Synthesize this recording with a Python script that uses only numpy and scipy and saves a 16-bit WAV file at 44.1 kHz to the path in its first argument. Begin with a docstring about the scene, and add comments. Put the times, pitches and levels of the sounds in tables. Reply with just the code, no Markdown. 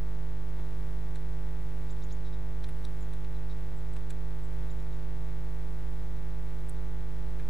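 """Mains hum and buzz leak into the microphone line of a camera at a wooden bird feeder by a still river:
a round low drone with sharp switching edges, each edge spitting a little noise. Small birds out of sight
peck and tap now and then, ringing wood and seed husks, and give thin, high contact calls that echo
briefly off the boards. Something soft bumps the feeder once. Low rumble and hiss lie underneath."""
import sys
import numpy as np
from scipy import signal
from scipy.fft import rfft, irfft, next_fast_len
from scipy.io import wavfile
from scipy.ndimage import map_coordinates

SR = 44100
rng = np.random.default_rng(int(sys.argv[2]) if len(sys.argv) > 2 else 0)


def master_out(mix):
    """Clip the mix to full scale and print it as 16-bit PCM to the path in sys.argv[1]."""
    frames = np.transpose(np.atleast_2d(mix))
    ceiling = np.clip(frames, -1, 1)
    pcm = np.round(ceiling * 32767).astype(np.int16)
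    wavfile.write(sys.argv[1], SR, pcm)


N = 330309
MAINS_HZ, FIRST_EDGE_S, BAND_LIMIT_HZ = 50.012, .00899, 15170

# Body of the hum, odd harmonics 1, 3, 5 and up: level_db
HUM_HARMONICS = [-36.5, -44.5, -62, -57, -59.5, -64, -65, -70, -63, -69.5, -74.5, -69, -72.5, -75.5, -73.5,
                 -71.5, -74, -84, -70.5, -71, -83.5, -76, -80, -74.5, -82.5]
# Buzz, the contour of the odd harmonics above those: freq_hz, level_db
BUZZ_CONTOUR = [(2550, -82), (3000, -87), (3700, -82), (4200, -86), (4600, -96.5), (5200, -91.5),
                (6400, -96), (7500, -96), (10000, -102), (15000, -112)]
# Even harmonics, from the two half waves being unequal: freq_hz, level_db
EVEN_CONTOUR = [(100, -72.5), (300, -74.5), (400, -106), (500, -77.5), (900, -75.5), (1200, -88.5),
                (2000, -89.5), (3500, -108), (6000, -101.1), (15000, -118.1)]
# Even harmonics of a thin one-way spike on every edge: freq_hz, level_db
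SPIKE_CONTOUR = [(100, -94.5), (1200, -86.5), (2500, -91), (5000, -98.5), (10000, -108), (15000, -118)]
# Weaker switching edges that follow in each half cycle: delay_s, strength_ratio
TRAILING_EDGES = [(.00283, 0.46), (.00398, .35), (.00785, .25)]
# Beak and claw hits: start_s, wood_db, husk_db, tick_db, tick_hz
PECK_HITS = [(1.156, -58, -58.5, -63, 7750), (2.6405, -56, -52.5, -69, 9300),
             (2.689, -57, -67, -61.5, 9600), (2.849, -61, -51, -60.5, 8400), (3.134, -64, -62, -65, 8300),
             (3.245, -57.5, -67, -74, 7700), (3.935, -76, -69, -66, 8000),
             (3.964, -55.5, -60.5, -64.5, 8000), (4.104, -53, -56, -55, 7750),
             (6.693, -72, -70, -53.5, 8640), (7.397, -54.5, -67, -74, 9300)]
# Resonances of the wood, a seed husk and the top of the beak's tick: freq_hz, width_hz, gain_db
WOOD_MODES = [(517, 560, -6), (1680, 540, -1), (2500, 250, -8.5)]
HUSK_MODES = [(3770, 510, 0), (5800, 550, -10)]
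TICK_MODES = [(9700, 900, -5.5), (11900, 8000, -9)]
# Whistled calls: start_s, length_s, start_hz, top_hz, level_db
WHISTLE_NOTES = [(1.9, .024, 5530, 7450, -64), (2.022, 0.03, 2280, 7160, -65),
                 (2.107, 0.031, 2300, 6980, -60.5), (3.002, .040, 7400, 7300, -68.5),
                 (3.758, .044, 7500, 7800, -74), (4.422, .053, 7350, 7850, -73.5),
                 (4.705, 0.019, 6700, 7250, -67.5), (4.797, .019, 6500, 7000, -74),
                 (4.932, .021, 6500, 7050, -75)]
# Soft raspy notes on their own: start_s, length_s, level_db
RASP_NOTES = [(2.238, .056, -67), (2.322, .032, -67), (3.331, .046, -71), (3.484, .049, -66)]
# Dull bumps on the boards: start_s, level_db
BUMP_HITS = [(.585, -63), (0.595, -54)]
# Low resonances of the boards: freq_hz, width_hz, gain_db
BOARD_MODES = [(160, 210, 3), (520, 430, 1), (1400, 660, -13)]
# Tone of the rumble and hiss: freq_hz, relative_db
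BED_CONTOUR = [(10, -1.5), (30, -2.5), (65, -5), (100, -13.5), (180, -17.5), (300, -26), (600, -31),
               (1600, -36.5), (2800, -41.5), (3800, -43), (5000, -46.5), (8000, -48), (15000, -49.5)]
# Their stereo width: freq_hz, side_minus_mid_db
BED_WIDTH = [(30, -3.5), (100, -3.5), (160, -11), (300, -6.5), (600, -11), (2000, -10), (5000, -6),
             (15000, -4)]
# Constant offset of the left and right channel: offset_full_scale
DC_OFFSET = [
    [.0596],
    [.0688],
]


def mains_hum(waver_db=.23, bright_hz=3000, crest_s=.0039, cycle_samples=2048):
    """The mains current switches twice a cycle, once up and once down: sharp edges on a round hum."""
    harmonic = np.arange(cycle_samples // 2 + 1)
    hz = harmonic * MAINS_HZ
    delayed = lambda delay_s: np.exp(-2j * np.pi * hz * delay_s)
    edge = lambda points: minimum_phase(amp(contour(points, hz)))
    odd = edge(list(zip(hz[1::2], HUM_HARMONICS)) + list(BUZZ_CONTOUR))
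    # a ringing pulse comes crest_s after each edge's spike
    even = edge(EVEN_CONTOUR) * delayed(crest_s) + edge(SPIKE_CONTOUR)
    # the trailing edges are thin: they share only the treble with the main one
    treble = 1 - np.exp(-(hz / bright_hz) ** 4)
    trailing = sum(strength * delayed(delay_s) for delay_s, strength in TRAILING_EDGES)
    odd = odd * (1 + treble * trailing) / np.sqrt(1 + treble ** 2 * np.mean(np.abs(trailing) ** 2))
    spectrum = np.where(harmonic % 2, odd, even) * (harmonic > 0) * (hz < BAND_LIMIT_HZ)
    cycle = irfft(spectrum) * cycle_samples / np.sqrt(2)
    drone = map_coordinates(cycle, [mains_cycles() % 1 * cycle_samples], mode="grid-wrap")
    return drone * amp(waver_db * wobble(7.2))


def edge_sizzle(level_db=-74, lowpass_hz=2500, decay_s=.0006):
    """Each switching edge carries a tiny spit of noise."""
    since = lambda delay_s: (mains_cycles() - delay_s * MAINS_HZ) * 2 % 1 / (2 * MAINS_HZ)
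    edges = [(0, .47)] + list(TRAILING_EDGES)
    gate = sum(strength * np.exp(-since(delay_s) / decay_s) for delay_s, strength in edges)
    spits = gate * rng.choice([-1, 1], N)
    return amp(level_db) * unit_rms(filtered(spits, lambda hz: 1 / (1 + 1j * hz / lowpass_hz)))


def pecks(attack_s=.003, t60_s=.021, tail_db=-28, tail_t60_s=.09, graze_s=.007, graze_db=-11):
    """A beak grazes, then strikes seed and wood with a brief scrape; the feeder rings on faintly."""
    track, t = np.zeros(N), np.arange(SR // 10) / SR
    attack = 1 - np.exp(-(t / attack_s) ** 2)
    push = attack * (amp(-60 * t / t60_s) + amp(tail_db - 60 * t / tail_t60_s))
    for start_s, wood_db, husk_db, tick_db, tick_hz in PECK_HITS:
        for touch_s, touch_db in [(start_s - graze_s, graze_db), (start_s, 0)]:
            wood = amp(wood_db) * ring_modes(push, WOOD_MODES)
            husk = amp(husk_db) * ring_modes(push, HUSK_MODES)
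            tick = amp(tick_db) * (ring(push, tick_hz, width_hz=900) + ring_modes(push, TICK_MODES))
            add(track, touch_s - attack_s / 2, amp(touch_db) * (wood + husk + tick))
    return track


def bumps(t60_s=.033):
    """Something soft lands on the feeder and moves only its low modes."""
    track, t = np.zeros(N), np.arange(SR // 10) / SR
    for start_s, level_db in BUMP_HITS:
        add(track, start_s, amp(level_db) * ring_modes(amp(-60 * t / t60_s), BOARD_MODES))
    return track


def whistles(flutter_db=3, octave_db=-4, beak_hz=7500, sag_oct_per_s=4.5, jitter=.035):
    """Each call glides along an arch, loudest near the top; its octave fades as the pitch rises."""
    track = np.zeros(N)
    for start_s, length_s, start_hz, top_hz, level_db in WHISTLE_NOTES:
        progress = np.linspace(0, 1, round(length_s * SR))
        climb_oct, sag_oct = abs(np.log2(top_hz / start_hz)), sag_oct_per_s * length_s
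        below_top_oct = (progress * np.sqrt(sag_oct) - (1 - progress) * np.sqrt(climb_oct)) ** 2
        pitch_hz = top_hz / 2 ** below_top_oct
        hoarseness = .15 + .3 * climb_oct  # a wide sweep is hoarser
        noise = rng.standard_normal((2, len(progress)))
        grit, flutter = unit_rms(filtered(noise, lambda hz: np.exp(-(hz / 900) ** 2)))
        phase = 2 * np.pi * np.cumsum(pitch_hz * (1 + jitter * hoarseness * grit)) / SR
        fundamental = np.sin(phase) * pitch_hz / beak_hz
        octave = amp(octave_db) * np.sin(2 * phase) / (1 + (2 * pitch_hz / beak_hz) ** 8)
        swell = np.sqrt(np.abs(np.sin(np.pi * progress))) * amp(flutter_db * flutter)
        add(track, start_s, amp(level_db) * unit_rms((fundamental + octave) * swell))
    return track


def rasps(throat_hz=3750, upper_hz=5200, upper_db=-8, short_call_s=.035, lead_s=.012, lead_db=-68.5):
    """Hoarse little notes, alone or opening a short call: noise through two resonances of the throat."""
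    track = np.zeros(N)
    # an opening rasp lasts 24 ms and partly follows its call's level
    openings = [(start_s - lead_s, .024, lead_db + .35 * (call_db - lead_db))
                for start_s, length_s, _, _, call_db in WHISTLE_NOTES if length_s < short_call_s]
    for start_s, length_s, level_db in list(RASP_NOTES) + openings:
        swell = np.sqrt(np.hanning(round(length_s * SR)))
        throat = ring(swell, throat_hz, width_hz=260)
        upper = amp(upper_db) * ring(swell, upper_hz, width_hz=800)
        add(track, start_s, amp(level_db) * unit_rms(throat + upper))
    return track


def feeder_echo(calls, t60_s=.18, wet_db=-9):
    """The close boards of the feeder scatter a short echo."""
    t = np.arange(SR // 8) / SR
    tail = rng.standard_normal(len(t)) * amp(-60 * t / t60_s)
    return calls + amp(wet_db) * signal.fftconvolve(calls, tail / np.linalg.norm(tail))[:N]


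def rumble_and_hiss(level_db=-46.5, swell_db=.5):
    """A slightly unsteady bed of rumble that slopes away into smooth hiss."""
    mid_side_eq = lambda hz: amp(contour(BED_CONTOUR, hz) + np.array([0 * hz, contour(BED_WIDTH, hz)]))
    mid, side = filtered(rng.standard_normal((2, N)), mid_side_eq)
    return amp(level_db + swell_db * wobble(3)) * np.array([mid + side, mid - side]) / np.std(mid)


def mains_cycles():
    """Mains cycles gone by at each sample."""
    return (np.arange(N) / SR - FIRST_EDGE_S) * MAINS_HZ


def minimum_phase(gain):
    """The response with these gains that sounds as a sharp edge, then its ringing."""
    cepstrum = irfft(np.log(gain))
    half = len(cepstrum) // 2
    return np.exp(rfft(cepstrum * np.r_[1, np.full(half - 1, 2), 1, np.zeros(half - 1)]))


def ring(push, freq_hz, width_hz):
    """A scratchy push rings one resonance, with the energy of 8 ms at rms 1."""
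    scratch = push * rng.standard_normal(len(push))
    resonance = lambda hz: (2j * hz * width_hz / (freq_hz ** 2 - hz ** 2 + 2j * hz * width_hz)) ** 2
    sound = filtered(scratch, resonance)
    return sound / np.sqrt(np.sum(sound ** 2) / (SR * .008))


def ring_modes(push, modes):
    """A push rings all the modes of one object."""
    return sum(amp(gain_db) * ring(push, freq_hz, width_hz) for freq_hz, width_hz, gain_db in modes)


def amp(db):
    return 10 ** (np.asarray(db) / 20)


def unit_rms(x):
    return x / np.sqrt(np.mean(x ** 2) + 1e-20)


def contour(points, hz):
    """An EQ curve through (freq_hz, db) points on a log frequency axis."""
    freq_hz, db = np.transpose(points)
    return np.interp(np.log(hz + 1), np.log(freq_hz + 1), db)


def wobble(rate_hz):
    """A smooth random drift, rate_hz knots a second."""
    knots = rng.standard_normal(int(N * rate_hz / SR) + 4)
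    return map_coordinates(knots, [np.arange(N) * rate_hz / SR])


def filtered(x, response):
    """Shape x with a frequency response."""
    length = x.shape[-1]
    padded = next_fast_len(length + SR // 10)
    return irfft(rfft(x, padded) * response(np.fft.rfftfreq(padded, 1 / SR)), padded)[..., :length]


def add(track, start_s, sound):
    """Mix a sound in at start_s."""
    part = track[round(start_s * SR):][:len(sound)]
    part += sound[:len(part)]


def scene():
    """Hum and birds sit dead centre; only the bed has some width."""
    bed = rumble_and_hiss()
    return bed + mains_hum() + edge_sizzle() + pecks() + bumps() + feeder_echo(whistles() + rasps())


def record(dry):
    """The camera passes nothing above its band limit; each channel rests on a constant offset."""
    return filtered(dry, lambda hz: hz < BAND_LIMIT_HZ) + np.array(DC_OFFSET)


dry = scene()
out = record(dry)
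master_out(out)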